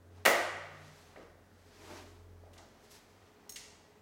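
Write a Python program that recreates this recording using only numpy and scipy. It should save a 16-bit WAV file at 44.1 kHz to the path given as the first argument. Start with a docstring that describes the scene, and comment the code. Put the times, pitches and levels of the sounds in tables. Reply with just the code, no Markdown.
"""An aluminium walking frame knocks hard on a tile floor in a bare, echoing room, then bumps more softly:
each contact is a crack with damped tube modes, filtered by its softness and smeared by chatter.
Clothes rustle as shaped noise and drag over a seat, noise through resonances, as someone shifts to stand.
Loose metal parts tick with small bright modes; a low hum of wavering sines and room noise lie behind."""
import sys
import numpy as np
from scipy import signal
from scipy.io import wavfile
from scipy.ndimage import uniform_filter1d

SR = 44100
rng = np.random.default_rng(int(sys.argv[2]) if len(sys.argv) > 2 else 0)


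def master(y):
    """Save y as 16-bit WAV."""
    cut = np.clip(np.atleast_2d(y).T, -1, 1)
    pcm = np.round(cut * 32767)  # scale
    wavfile.write(sys.argv[1], SR, pcm.astype(np.int16))


def decibels_to_gain(level_db):
    """Convert a level in decibels to a linear amplitude gain (20 dB per decade)."""
    exponent = np.asarray(level_db, float) / 20
    return 10 ** exponent


N = 176841

# Low hum. Each row: time in seconds, pitch in Hz, level in dB.
HUM_CURVE = [(0, 88, -66.5), (.1, 89.9, -57.5), (.19, 90.5, -53), (.33, 92.8, -64), (.83, 94, -59.5),
             (.92, 89.5, -67.5), (1.25, 83.17, -66.5), (1.42, 90.5, -66.5), (1.75, 89.5, -67),
             (2.0, 88.1, -59), (2.33, 89.1, -55), (2.5, 88.5, -57.5), (2.85, 85, -77), (3.25, 90.5, -72.5),
             (3.5, 87, -82), (4.01, 89.5, -72)]
HUM_WAVER_DB, HUM_WAVER_HZ, WAVER_RATE_HZ = 1.2, 0.45, 5.9
# Swells of half the hum's pitch. 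Each row: peak in seconds, level in dB, rise and fall over 20 dB in seconds.
HALF_PITCH_SWELLS = [(.27, -75, 0.27, 0.58), (1.3, -69, 0.68, 0.31), (1.7, -75, 0.18, 4.5),
                     (2.3, -65.5, 0.73, 0.64), (3.57, -72, 0.12, 0.21)]
# Brief higher hum that grows and stops. Each row: peak in seconds, level in dB,
# rise and fall over 20 dB in seconds.
DRONE_SWELLS = [(.78, -66.5, .5, 0.61), (0.934, -63, 0.92, 0.023)]
DRONE_HZ = 150

# Colour of the room tone. Each row: frequency in Hz, relative density in dB per Hz.
AIR_COLOUR = [(15, -47), (25, -27), (92, -4), (120, -10.5), (217, -5), (301, -8), (416, -8.5), (489, -9),
              (677, -12), (840, -17), (1790, -20.5), (2050, -28), (16000, -37.5)]
AIR_DB = -63.5
WHINE_HZ, WHINE_WIDTH_HZ, WHINE_DB = 418.3, 3.3, -71  # narrow band in the room tone

# Colour of cloth on cloth. Each row: frequency in Hz, relative density in dB per Hz.
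CLOTH_COLOUR = [(500, -10.5), (800, 1.5), (1400, -4.5), (2000, -4), (3000, -8), (4500, -8.5), (6500, -11),
                (9000, -19.5), (12000, -22.5), (16000, -32.5)]
# Movements that rub the clothes. Each row: peak in seconds, level in dB, rise and fall over 20 dB in seconds,
# brightness in dB per octave.
CLOTH_MOVES = [(.17, -66.5, .1, 1.2, -1.5), (.86, -62, 0.33, 0.54, 0.5), (1.05, -65.5, .5, 0.31, 5),
               (1.23, -62.5, 0.45, 0.15, -3), (1.6, -80, 0.45, .4, -3.5), (1.9, -56.5, 0.38, .3, 1.3),
               (1.975, -55.5, 0.24, 0.27, -0.1), (2.601, -68.5, 0.6, 1.5, -2),
               (2.845, -61.5, 0.078, .09, 3.5), (2.915, -57, 0.026, 0.12, 5.5), (2.95, -56.5, 0.04, 0.1, 3),
               (3.05, -70, .3, 2.6, 2.5), (3.7, -67, 1.63, .9, -4.5)]

# Ticks of the loose metal part. Each row: start in seconds, level in dB before the low cut, chatter in seconds.
PART_TICKS = [(0.158, -70, 0.00093), (2.744, -67, 0.00091), (3.494, -34, 0.001), (3.5, -43.5, .002),
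              (3.521, -42, 0.0015), (3.5593, -46, 0.0011)]
# Modes of the loose metal part. Each row: frequency in Hz, relative level in dB, 60 dB decay in seconds.
PART_MODES = [(1950, -14, .015), (3000, -12, .005), (4200, -9, .006), (5500, -3, .011), (6500, 0, .013),
              (8390, -18.5, .4), (8350, -3, .01), (10800, -10, .025), (12300, -8, .008), (14700, -17, .025),
              (15400, -13, .008)]
PART_ROOM_DB = -4.5  # the loose part is nearer, so its ticks sound drier than the blows on the floor

# Room decay. Each row: frequency in Hz, 60 dB decay in seconds, relative level in dB.
ROOM_DECAY = [(109.2, .4, 2), (280, 0.71, -5.5), (1146, 1.153, -10), (2920, 1.013, -14.5),
              (6360, 0.8, -7.5), (9000, 0.65, -11), (14360, 0.31, -5.5)]
ROOM_DB, FIRST_ECHO_S, BUILD_S = -24, 0.00098, 0.003308
EARLY_DB, EARLY_S = 2.5, 0.14  # near walls and floor make the first echoes stronger
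BAND_EDGES_HZ = 32 * 2 ** np.arange(0, 9.6, 1 / 3)

# Frame contacts. Each row: start in seconds, level in dB over the chatter, contact high cut in Hz (soft is low),
# mass low cut in Hz (light touches carry no bass), chatter in seconds.
FRAME_CONTACTS = [(0.2517, -19.5, 15350, 413, 0.0017), (0.2578, -15, 15100, 1520, .0015),
                  (0.2607, -16.5, 2300, 290, 0.004), (.267, -21.5, 2650, 232.2, .005),
                  (.274, -28, 2600, 500, .004), (1.1595, -45.5, 1940, 325, 0.0023),
                  (1.171, -47, 528, 227, 0.0038), (2.436, -50.5, 800, 250, .002),
                  (2.533, -56.5, 11900, 3014, .003), (2.565, -58, 3480, 600, 0.0032),
                  (2.578, -52, 7740, 3760, .003), (2.582, -54.5, 1430, 700, 0.006),
                  (3.5584, -39.5, 9000, 4115, 0.003), (3.56, -45.5, 2500, 2400, 0.004)]
# Frame tubing, heavily damped by hands and rubber feet. Each row: frequency in Hz, relative level in dB,
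# 60 dB decay in seconds.
FRAME_MODES = [(250, -17.5, 0.045), (356, -17.5, 0.11), (550, -9.5, 0.019), (650, 6, 0.01),
               (847, -14, 0.011), (1204, -1.5, 0.01), (1508, 1.5, 0.0075), (1915, 5.5, 0.012),
               (2200, -9, 0.017), (2734, -2.5, 0.015), (3250, -27, 0.012), (5560, -25, 0.0053),
               (6690, -14, 0.0053), (8720, -9, 0.0033), (11300, -26, 0.0022), (14500, 1, .002)]
FEET = 4  # the contacts pass from foot to foot, each heard through echoes of its own

# Seat resonances. Each row: frequency in Hz, width in Hz, relative level in dB.
SEAT_RESONANCES = [(312, 110, 7), (600, 23.4, -3), (800, 150, -6)]
# Weight drags over the seat. Each row: peak in seconds, level in dB, rise and fall over 20 dB in seconds.
SEAT_DRAGS = [(1.831, -60.5, 0.052, 0.21), (1.916, -49.5, 0.12, 0.27)]

TOP_CUT_HZ = 16600


def rms_one(x):
    """Scale to an RMS level of 1."""
    return x / np.sqrt(np.mean(x ** 2) + 1e-20)


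def in_time(rows):
    """Columns of a curve at every sample."""
    s, *columns = np.transpose(rows)
    return [np.interp(np.arange(N) / SR, s, c) for c in columns]


def at_hz(points, hz, axis=1):
    """A table column read on a log-frequency axis."""
    table = np.array(points)
    return np.interp(np.log(hz), np.log(table[:, 0]), table[:, axis])


def drift(rate_hz):
    """Slow chance of spread 1: noise through two equal low-pass poles, drawn every 40 samples."""
    r = np.exp(-80 * np.pi * rate_hz / SR)
    noise = rng.standard_normal(N // 40 + 2002)
    slow = signal.lfilter([1], [1, -2 * r, r * r], noise)[2000:]  # skip the filter's start
    return np.interp(np.arange(N) / 40, np.arange(len(slow)), rms_one(slow))


def swell(s, peak_db, rise_s, fall_s):
    """Gain that climbs 20 dB in the rise time to a peak and sinks 20 dB in the fall time."""
    t = np.arange(N) / SR - s
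    return decibels_to_gain(peak_db - 20 * np.where(t < 0, -t / rise_s, t / fall_s))


def bands(size):
    """Third-octave bands of noise with their centres; neighbours come from separate noises."""
    white = rng.standard_normal((2, size + 8000))
    for k, (low, high) in enumerate(zip(BAND_EDGES_HZ, BAND_EDGES_HZ[1:])):
        sos = signal.butter(2, [low, high], "band", fs=SR, output="sos")
        yield np.sqrt(low * high), signal.sosfilt(sos, white[k % 2])[8000:]


def resonance(x, hz, width_hz):
    """Two-pole peak of gain 1."""
    r = np.exp(-np.pi * width_hz / SR)
    zeros = np.array([1, 0, -1]) * (1 - r * r) / 2
    poles = [1, -2 * r * np.cos(2 * np.pi * hz / SR), r * r]
    return signal.lfilter(zeros, poles, x)


def level_over_chatter(blow, chatter_s):
    """Scale a blow so that its energy spread over the chatter time has level 1."""
    return blow / np.sqrt(np.sum(blow ** 2) / (chatter_s * SR))


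def strike(modes, crack_db, chatter_s, size=14000):
    """A crack and ringing modes, scattered in time as the shock rattles through the joints."""
    t = np.arange(size) / SR
    hz, level_db, t60 = np.transpose(modes)[:, :, None]
    luck_db = 1.5 * rng.standard_normal((len(modes), 1))
    ringing = decibels_to_gain(level_db + luck_db - 60 * t / t60) * np.cos(2 * np.pi * hz * t)
    blow = ringing.sum(0)
    blow[0] += decibels_to_gain(crack_db)
    lags = 2 + (rng.uniform(0.06, 0.6, size=5) * chatter_s * SR).astype(int)
    for lag in lags:
        taps = np.r_[1, np.zeros(lag - 1), -0.72]  # allpass: smears the blow, keeps its colour
        blow = signal.lfilter(taps[::-1], taps, blow + 1e-18)
    return level_over_chatter(blow, chatter_s)


def add(out, s, sound):
    """Mix a sound in at a time."""
    at = round(s * SR)
    out[at:at + len(sound)] += sound[:N - at]


def hum():
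    """A low wavering sine, swells of its half pitch, and a steady-pitched higher sine that comes and goes."""
    hz, level_db = in_time(HUM_CURVE)
    wavering_hz = hz + HUM_WAVER_HZ * drift(WAVER_RATE_HZ)
    phase = 2 * np.pi * np.cumsum(wavering_hz) / SR
    tone = decibels_to_gain(level_db + HUM_WAVER_DB * drift(WAVER_RATE_HZ)) * np.sin(phase)
    half = sum(swell(*row) for row in HALF_PITCH_SWELLS) * np.sin(phase / 2)
    drone = sum(swell(*row) for row in DRONE_SWELLS) * np.sin(2 * np.pi * DRONE_HZ * np.arange(N) / SR)
    return np.sqrt(2) * (tone + half + drone)  # table levels are RMS


def room_tone():
    """Dull air noise, its bands drifting slowly by 1 dB, with one narrow band standing out."""
    air = sum(decibels_to_gain(at_hz(AIR_COLOUR, hz) + 1.0 * drift(1.1)) * band for hz, band in bands(N))
    whine = resonance(rng.standard_normal(N), WHINE_HZ, WHINE_WIDTH_HZ)
    return decibels_to_gain(AIR_DB) * rms_one(air) + decibels_to_gain(WHINE_DB) * rms_one(whine)


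def clothes():
    """Fibres rub as fine noise, a little patchy from band to band; overlapping movements add in power."""
    powers = np.array([swell(*move[:4]) ** 2 for move in CLOTH_MOVES])
    power = powers.sum(0)
    bright_db = np.array(CLOTH_MOVES)[:, 4] @ powers / power  # the strongest movement sets the colour most
    together = drift(19)
    rub = np.zeros(N)
    for hz, band in bands(N):
        if hz > 500:
            tilt_db = bright_db * np.log2(hz / 5000)
            patchy_db = 0.75 * together + 0.5 * drift(15.8)
            rub += decibels_to_gain(at_hz(CLOTH_COLOUR, hz) + tilt_db + patchy_db) * band
    local_rms = np.sqrt(uniform_filter1d(rub ** 2, size=8000))
    return np.sqrt(power) * rub / local_rms


def loose_part():
    """Small bright metal ticks: struck modes with the lows cut."""
    out = np.zeros(N)
    low_cut = signal.butter(2, 2500, "high", fs=SR, output="sos")
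    for s, level_db, chatter_s in PART_TICKS:
        blow = strike(PART_MODES, crack_db=-0.5, chatter_s=chatter_s)
        add(out, s, decibels_to_gain(level_db) * signal.sosfilt(low_cut, blow))
    return out


def room(x):
    """Dense echoes off tile and plaster: noise that builds quickly, each band dying at its own rate."""
    t = np.arange(int(1.3 * SR)) / SR
    tail = np.zeros(len(t))
    for hz, band in bands(len(t)):
        decay_db = at_hz(ROOM_DECAY, hz, axis=2) - 60 * t / at_hz(ROOM_DECAY, hz)
        tail += decibels_to_gain(decay_db) * band
    tail *= 1 - np.exp(-np.maximum(t - FIRST_ECHO_S, 0) / BUILD_S)
    tail *= decibels_to_gain(EARLY_DB * np.exp(-t / EARLY_S))
    return decibels_to_gain(ROOM_DB) * signal.fftconvolve(x, tail)[:N]


def frame():
    """Knocks, one track a foot: soft contacts excite only the low modes, light touches only the high."""
    out = np.zeros((FEET, N))
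    for k, (s, level_db, contact_hz, mass_hz, chatter_s) in enumerate(FRAME_CONTACTS):
        blow = strike(FRAME_MODES, crack_db=1.5, chatter_s=chatter_s)
        softness = signal.butter(3, min(contact_hz, 0.45 * SR), fs=SR, output="sos")
        lightness = signal.butter(3, mass_hz, "high", fs=SR, output="sos")
        blow = signal.sosfilt(lightness, signal.sosfilt(softness, blow))
        add(out[k % FEET], s, decibels_to_gain(level_db) * level_over_chatter(blow, chatter_s))
    return out


def seat():
    """Stick-slip rubbing, as noise of slightly flickering level, shakes the seat's resonances."""
    slips = rng.standard_normal(N) * decibels_to_gain(0.69 * drift(38.3))
    body = sum(decibels_to_gain(db) * rms_one(resonance(slips, hz, width_hz)) for hz, width_hz, db in SEAT_RESONANCES)
    return sum(swell(*row) for row in SEAT_DRAGS) * rms_one(body)


def scene():
    """Knocks and ticks ring through the room over the soft layers, in mono."""
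    knocks, ticks = frame(), loose_part()
    echoes = sum(room(foot) for foot in knocks) + room(decibels_to_gain(PART_ROOM_DB) * ticks)
    mix = knocks.sum(0) + ticks + echoes + clothes() + seat() + hum() + room_tone()
    return mix[None]


def low_pass(x):
    """Removes everything above the highest recorded frequency."""
    return signal.sosfilt(signal.butter(12, 16590, fs=SR, output="sos"), x)


def record(dry):
    """A steep low-pass takes off the top, 60 dB down from the cut upward."""
    top_cut = signal.cheby2(16, 60, TOP_CUT_HZ, fs=SR, output="sos")
    finished = signal.sosfilt(top_cut, dry)
    return low_pass(finished)


dry = scene()
out = record(dry)
master(out)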